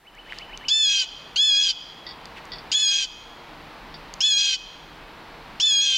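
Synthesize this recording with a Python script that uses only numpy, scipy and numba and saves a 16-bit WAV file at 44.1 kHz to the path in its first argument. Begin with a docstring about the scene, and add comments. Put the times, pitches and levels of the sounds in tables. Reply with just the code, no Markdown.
"""A jay screams five times, close by in a snowy wood. Each scream starts clear, then breaks into a rasp
as the two sides of its voice organ (the syrinx) fall out of step. A small bird whistles far off, and a
few clicks, chinks and rustles sound nearby, over distant traffic, a low rumble and an engine's hum.
An automatic volume control turns everything down under each scream."""
import sys
import numpy as np
from scipy import signal
from scipy.fft import rfft, irfft
from scipy.io import wavfile
from scipy.ndimage import uniform_filter1d, minimum_filter1d
from numba import njit

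SR = 44100
rng = np.random.default_rng(int(sys.argv[2]) if len(sys.argv) > 2 else 0)


def generate_wav(sig):
    """Save sig (samples, or channels by samples) to the path in sys.argv[1] as 16-bit PCM at SR."""
    pcm = np.round(np.clip(np.atleast_2d(sig).T, -1, 1) * 32767).astype(np.int16)
    wavfile.write(sys.argv[1], SR, pcm)


N = 263277
T = np.arange(N) / SR
DROOP_S = 0.04  # how quickly a scream gives way at its end


def undb(db):
    """Turn decibels into a gain."""
    return 10 ** (np.asarray(db) / 20)


def unit(x):
    """Scale a signal to an average power of 1."""
    return x / np.sqrt(np.mean(x ** 2))


def phase_of(hz):
    """Add up a changing pitch into the angle of a wave."""
    return 2 * np.pi * np.cumsum(hz) / SR


def curves(rows, t):
    """Join a table's rows by straight lines; the first column is time."""
    times, *columns = np.transpose(rows)
    return [np.interp(t, times, column) for column in columns]


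def colour_db(points, hz):
    """Read a colour, a list of (frequency [Hz], level [dB]), at the given frequencies."""
    knots, db = np.transpose(points)
    return np.interp(np.log(hz), np.log(knots), db)


def wander(rate_hz, size=N):
    """Smooth random motion of typical size 1, up to about rate_hz."""
    hz = np.fft.rfftfreq(size, 1 / SR)
    return unit(irfft(rfft(rng.standard_normal(size)) / (1 + (hz / rate_hz) ** 4), size))


def coloured(points, size=N):
    """Noise of power 1 with the given colour."""
    gain = undb(colour_db(points, np.fft.rfftfreq(size, 1 / SR) + 1))
    return unit(irfft(rfft(rng.standard_normal(size)) * gain, size))


def resonate(x, hz, width_hz):
    """Let through a band of sound around hz."""
    return signal.lfilter(*signal.iirpeak(hz, hz / width_hz, fs=SR), x)


def traffic(level_db=-42.5):
    """Distant traffic: a dull, almost steady wash of noise."""
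    # colour of the traffic, inner rows only are used: (frequency [Hz], level [dB])
    colour = [(20, -15), (50, 3), (75, -4), (150, -1), (300, -1.5), (550, -3), (900, 2), (1400, -3.5),
              (2600, -7.5), (4400, -13), (5500, -21.5), (6800, -29.5), (9000, -35.5), (14000, -75)]
    return coloured([(3.9, -12)] + list(colour[1:-1])) * undb(level_db + .5 * wander(0.9))


def rumble():
    """Deep noise around 35 Hz that slowly sinks and rises."""
    # strength of the rumble: (time [s], level [dB])
    levels = [(0, -52), (3, -57.5), (3.9, -51), (5.97, -57.5)]
    level_db, = curves(levels, T)
    colour = [(10, -19), (24, -10.5), (35, 9.5), (48, -12.5), (90, -36.0), (400, -90.5)]
    return coloured(colour) * undb(level_db)


def engine_hum(drift=0.003985, flutter_db=3):
    """An engine hums three low tones that drift in pitch together."""
    # tones of the hum: (frequency [Hz], level before the swell [dB])
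    tones = [(157, -58.5), (313, -61), (469, -61)]
    # its slow swell: (time [s], gain [dB])
    swell = [(0, -7), (2.7, -3), (4.6, 3.5), (5.97, -4)]
    swell_db, = curves(swell, T)
    phase_per_hz = phase_of(1 + drift * wander(2.1))
    hum = sum(undb(db + flutter_db * wander(3.0)) * np.sin(hz * phase_per_hz) for hz, db in tones)
    return np.sqrt(2) * hum * undb(swell_db)


def woods(x, branches_s=.3, trunks_s=0.82, slope_delay_s=0.53, slope_db=-13):
    """Close branches echo briefly and brightly, trunks longer and duller, and a far slope once more."""
    t = T[:SR]
    branches = coloured([(1500, -12.5), (3300, 0), (7000, 8), (9000, 2), (13000, -19)], SR)
    branches *= undb(-60 * t / branches_s) * np.clip(t / .012, 0, 1)
    trunks = undb(-60 * t / trunks_s + wander(60, SR)) * np.clip(t / 0.098, 0, 1)
    trunks *= coloured([(1000, -31), (2500, -0.5), (3300, -1), (6500, -7), (8500, -12),
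                        (12000, -43.5)], SR)
    slope = coloured([(1000, 12), (3300, 0.5), (5000, -29.0), (8000, -37)], SR)
    slope *= np.exp(-((t - slope_delay_s) / 0.025) ** 2)
    echoes = unit(branches) + unit(trunks) + undb(slope_db) * unit(slope)
    return signal.fftconvolve(x, echoes / np.sqrt(SR))[:N]


def far_bird(count=6, first_s=.084, every_s=.1162, gain_db=-28.5):
    """A small bird whistles a quick, even run of pure upward slides."""
    # one whistle: (time from its top [s], pitch [Hz], relative level [dB])
    slide = [(-.055, 1690, -16.5), (-.035, 1950, -21), (-.02, 2270, -12), (-.01, 2950, -9), (0, 3040, -7),
             (.009, 3000, -18), (0.02, 2800, -16)]
    out = np.zeros(N)
    for top in first_s + every_s * np.arange(count):
        during = (T > top + slide[0][0]) & (T < top + slide[-1][0])
        hz, shape_db = curves(slide, T[during] - top)
        out[during] += np.sqrt(2) * undb(gain_db + shape_db) * np.sin(phase_of(hz))
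    return out


def rustles():
    """Soft rustles: short swells of grainy noise."""
    # (middle time [s], spread in time [s], level [dB], centre frequency [Hz])
    swells = [(0.354, 0.055, -43, 2770), (2.379, 0.013, -41, 2190)]
    out = np.zeros(N)
    for middle, spread, db, hz in swells:
        grains = rng.standard_normal(N) * undb(1.2 * wander(300))
        rustle = unit(resonate(resonate(grains, hz, hz * .5), hz, hz * 0.91))
        out += undb(db) * np.exp(-((T - middle) / spread) ** 2 / 2) * rustle
    return out


def chinks(fade_s=0.014, spread_octaves=0.83, size=4096):
    """Small metallic chinks: each contact rings briefly with several wavering tones."""
    # contacts: (time [s], level [dB], brightest frequency [Hz])
    contacts = [(2.066, -29.5, 4300), (2.09, -34, 4600), (2.109, -35.5, 4500), (2.519, -30.5, 4320),
                (2.534, -32, 4560), (2.557, -39, 4770), (2.584, -38, 4900), (3.941, -36, 4900)]
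    # the tones they ring with: (frequency [Hz], waver [Hz], relative level [dB])
    tones = [(1957, 23, 9.5), (3490, 120, -4.5), (3730, 20, -8.5), (4420, 160, -8.5), (4675, 100, -1),
             (5290, 85, -9)]
    envelope = np.exp(-T[:size] / fade_s) * np.clip(T[:size] / 0.00039, 0, 1)
    out = np.zeros(N)
    for start, db, brightest_hz in contacts:
        ring = np.zeros(size)
        for hz, waver_hz, tone_db in tones:
            gain = undb(tone_db) * np.exp(-(np.log2(hz / brightest_hz) / spread_octaves) ** 2)
            ring += gain * np.sin(phase_of(hz + waver_hz * wander(390, size)) + rng.uniform(0, 2 * np.pi))
        out[int(start * SR):][:size] += undb(db) * envelope * unit(ring)
    return out


def clicks(fade_s=0.00087, width_share=0.46, top_hz=9500, size=4096):
    """Dry clicks: one sharp snap each, with a little splintering after it."""
    # snaps: (time [s], peak level [dB], centre frequency [Hz])
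    snaps = [(.151, -36, 6500), (0.323, -16, 1792), (0.3313, -22, 1840), (0.3864, -20.5, 4500),
             (.575, -23.5, 4360), (2.256, -24, 4070), (2.454, -36, 6500), (4.139, -21.5, 4600)]
    out = np.zeros(N)
    for start, db, hz in snaps:
        snap = signal.unit_impulse(size) + np.exp(-T[:size] / fade_s) * rng.standard_normal(size) / 2
        width_hz = width_share * hz
        click = resonate(resonate(snap, hz, width_hz), hz, 1.6 * width_hz)
        click = signal.sosfilt(signal.butter(2, top_hz, fs=SR, output="sos"), click)
        out[int(start * SR):][:size] += undb(db) * click / np.abs(click).max()
    return out


def scream_pitch(t, start, slip, split, end, top_hz, sag_hz_per_s, lift_hz, slip_hz=59.06, droop=.068):
    """The pitch sags, slips a step, can lift with a fresh push, and droops as the air runs out."""
    held = top_hz - sag_hz_per_s * (t - start) - slip_hz * (1 + np.tanh((t - slip) / 0.015)) / 2
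    lift = lift_hz * np.exp(-((t - split - 0.0268) / 0.0394) ** 2)
    return (held + lift) * (1 - droop * np.exp(np.minimum(t - end, 0) / DROOP_S))


def scream_levels(age, left, main_db, overtones_db, opens_s=0.02, closes_s=0.081, shut_db=21.5):
    """Relative levels of the tones at 2, 3 and 4 times the pitch; a shut bill muffles the last."""
    # the main tone surges as the voices lock, at the third's cost, then slowly weakens
    surge = np.exp(-((age - 0.039) / 0.01) ** 2)
    second_db = -19.5 + main_db + 6.5 * surge - 3 * age
    third_db = -32.5 - 7 * surge
    bill_open = (1 - np.exp(-age / opens_s)) * (1 - np.exp(-left / closes_s))
    fourth_db = -27 + overtones_db - shut_db * (1 - bill_open)
    return second_db, third_db, fourth_db


def scream(start, slip, split, end, top_hz, sag_hz_per_s, lift_hz, scoop_s, main_db, overtones_db,
           partner_gain_db, squeak_hz, squeak_db, side_tones, free_hz=2533, rasp_db=-34.7, fade_s=.04):
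    """A voice and its partner lock at 2:3; then the partner holds its own pitch and they beat harshly."""
    # colour given by the throat and bill: (frequency [Hz], level [dB])
    throat = [(1200, -56), (1900, -15.5), (2400, -1), (3300, 3), (4200, 1), (5200, -6.5), (5900, -1.5),
              (6700, 5), (7600, -10.5), (8700, -15.5), (10000, -36), (13000, -42.5)]
    # tones the voices make together: (multiple of voice, of partner, in step [dB], out of step [dB])
    mixtures = [(0, 1, -2, -0.5), (1, 1, 2.5, -0.5), (2, 1, -8, -1), (3, 1, -16.5, -18), (4, 1, -29, -29.5),
                (-1, 2, -49.5, 1), (1, 2, -48.5, -30.5), (-1, 3, -43, -43), (4, -1, -36.5, -6.5)]
    # brief cracks in the clear part: (time [s], half length [s], strength [0-1])
    voice_cracks = [(1.568, 0.0047, 0.4), (2.721, 0.045, 0.36), (5.67, 0.0045, 0.3)]
    t = T[(T >= start) & (T < end + fade_s)]
    size, age = len(t), t - start
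    free = np.clip((t - split) / 0.0049, 0, 1)  # 0 in step, 1 out of step
    opening = np.exp(-(age / .02) ** 2)
    cracks = sum(amount * np.exp(-((t - at) / length) ** 2) for at, length, amount in voice_cracks)
    rough = free * np.interp(t, [split, end], [.75, 1.15]) + opening + 2 * cracks

    def tone(phase, db, flutter_db=2):
        """One tone whose strength flutters, the more so when rough."""
        wave = np.sqrt(2) * np.sin(phase + rng.uniform(0, 2 * np.pi))
        gain = undb(db + flutter_db * wander(62, size))
        return wave * gain * (1 + .18 * (rough + .2) * wander(180, size))

    # the pitch scoops up as pressure builds, and trembles with the roughness
    hz = scream_pitch(t, start, slip, split, end, top_hz, sag_hz_per_s, lift_hz)
    hz *= 1 - 0.235 * np.exp(-age / scoop_s)
    hz *= 1 + .003 * wander(14, size) + .0035 * wander(45, size) + .008 * rough * wander(400, size)
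    partner_hz = 3 / 2 * hz * (1 - free) + free * free_hz * (1 + .008 * wander(350, size))
    voice, partner = phase_of(hz), phase_of(partner_hz)
    # out of step, the partner tugs at the voice once a beat
    beat = 2 * partner - 3 * voice
    voice += .18 * free * rough * np.sin(beat)
    # the start is bright; the third tone and the partner swell and sink by chance
    second_db, third_db, fourth_db = scream_levels(age, end - t, main_db, overtones_db)
    fourth_db += 11 * opening
    third_db += 4 * wander(25.5, size)
    partner_db = -37 + partner_gain_db - 18 * opening + 2 * wander(4.8, size)
    sound = tone(voice, -46) + tone(2 * voice, second_db - 2 * rough, flutter_db=1.5)
    sound += tone(3 * voice, third_db)
    # the high tones flare as the scoop carries them through the throat's top resonance
    for k in range(4, 8):
        throat_db = colour_db(throat, k * hz) - colour_db(throat, 4 * hz.mean())
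        sound += tone(k * voice, fourth_db + throat_db - 2 * rough - 2 * (k - 4))
    for m, n, locked_db, loose_db in mixtures:
        mixture_db = partner_db + locked_db * (1 - free) + (loose_db + 1.5) * free
        sound += tone(round(m) * voice + round(n) * partner, mixture_db)
    # the beat shakes the level; while clear, the wave's period stretches to four cycles at times, adding faint
    # side tones a quarter of the pitch away
    shake = .3 * free * np.minimum(rough, 1) * np.cos(beat + np.pi / 4)
    quartering = side_tones * (1 - free) * wander(17, size) * np.cos(voice / 4)
    sound *= 1 + shake + quartering
    # the tones tear unevenly in the rasp, then collapse into it
    sound *= undb(0.5 * free * wander(25, size) - 3 * np.exp((t - end) / DROOP_S))
    # wild flapping bursts with the beat, grows as pressure runs out and tapers as the bill shuts
    bursts = (1 + .75 * free * np.cos(beat)) * undb(-3 * np.exp((t - end) / fade_s))
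    noise_gain = undb(rasp_db) * rough * bursts + undb(-30) * (cracks + opening) + undb(-51)
    sound += coloured(throat, size) * noise_gain
    # a brief high squeak near 5 kHz opens each scream
    squeak = tone(phase_of(squeak_hz * (1 + 0.064 * wander(230, size))), squeak_db)
    sound += np.exp(-(age / 0.028) ** 2) * squeak
    fade_in = np.clip(age / 0.00098, 0, 1) * (1 - 0.82 * np.exp(-age / 0.036))
    fade_out = (1 - np.tanh((t - end) / .011)) / 2
    out = np.zeros(N)
    out[np.searchsorted(T, start):][:size] = sound * fade_in * fade_out
    return out


def scolding_jay(gain_db=9.5):
    """The jay pushes air through its voice organ in five screams."""
    # screams: (start [s], pitch slip [s], split into rasp [s], end [s], pitch [Hz], sag [Hz/s],
    # lift after the split [Hz], scoop time [s], main tone gain [dB], overtone gain [dB],
    # partner gain [dB], squeak pitch [Hz], relative squeak level [dB], side tones [0-1])
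    screams = [(0.683, .848, .885, 1.043, 1792, 415, 0, .0138, 0, -1, 1.5, 4840, -20, .03),
               (1.359, 1.495, 1.598, 1.717, 1740, 130, 28, .021, 1, -3.5, 0, 4330, -23, .02),
               (2.716, 2.843, 2.905, 3.053, 1722, 90, 0, .0136, -2, 1.5, -2, 4820, -23, .14),
               (4.205, 4.304, 4.376, 4.557, 1731, 165, 0, .0142, -.5, -1.5, 1.5, 5070, -19, .07),
               (5.599, 5.703, 5.812, 5.995, 1760, 290, 35, .0115, .5, 1, -1.5, 5220, -19, .07)]
    return undb(gain_db) * sum(scream(*row) for row in screams)


def scene(echo_db=-28, side_db=-52, lead_samples=0.24, far_echo_db=12):
    """Mix left and right: the jay sits a little to the right, and the far bird has more echo."""
    jay = scolding_jay()
    whistles = far_bird()
    near = jay + clicks() + chinks() + rustles()
    echo = undb(echo_db) * woods(near + undb(far_echo_db) * whistles)
    mid = near + whistles + echo + traffic() + rumble() + engine_hum()
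    # the echo has a little width, and the jay reaches the right side just ahead of the left
    side = undb(side_db) * woods(near) - lead_samples / 2 * np.gradient(jay)
    return np.array([mid + side, mid - side])


@njit
def follow(x, attack, release, level):
    """Track x from a starting level, rising at the attack rate and falling at the release rate."""
    out = np.empty(len(x))
    for i in range(len(x)):
        level += (x[i] - level) * (attack if x[i] > level else release)
        out[i] = level
    return out


def record(dry, threshold_db=-24, duck_db=9, start_cut_db=16.5, attack_s=0.009, release_s=0.22,
           ceiling=.275, hiss_db=-65.5, top_hz=15800):
    """The volume starts low and dips under loud sounds; then come a peak limit, hiss and a treble cut."""
    loud_db = 10 * np.log10(uniform_filter1d(dry[0] ** 2, size=128) + 1e-12)
    excess_db = np.clip(loud_db - threshold_db, 0, duck_db)
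    cut_db = follow(excess_db, 1 / (attack_s * SR), 1 / (release_s * SR), start_cut_db)
    out = dry * undb(-cut_db)
    allowed_gain = ceiling / np.maximum(np.abs(out[0]), ceiling)
    out *= uniform_filter1d(minimum_filter1d(allowed_gain, size=128), size=128)
    out += undb(hiss_db) * rng.standard_normal((2, N))
    return signal.sosfilt(signal.ellip(10, .2, 70, top_hz, fs=SR, output="sos"), out)


dry = scene()
out = record(dry)
generate_wav(out)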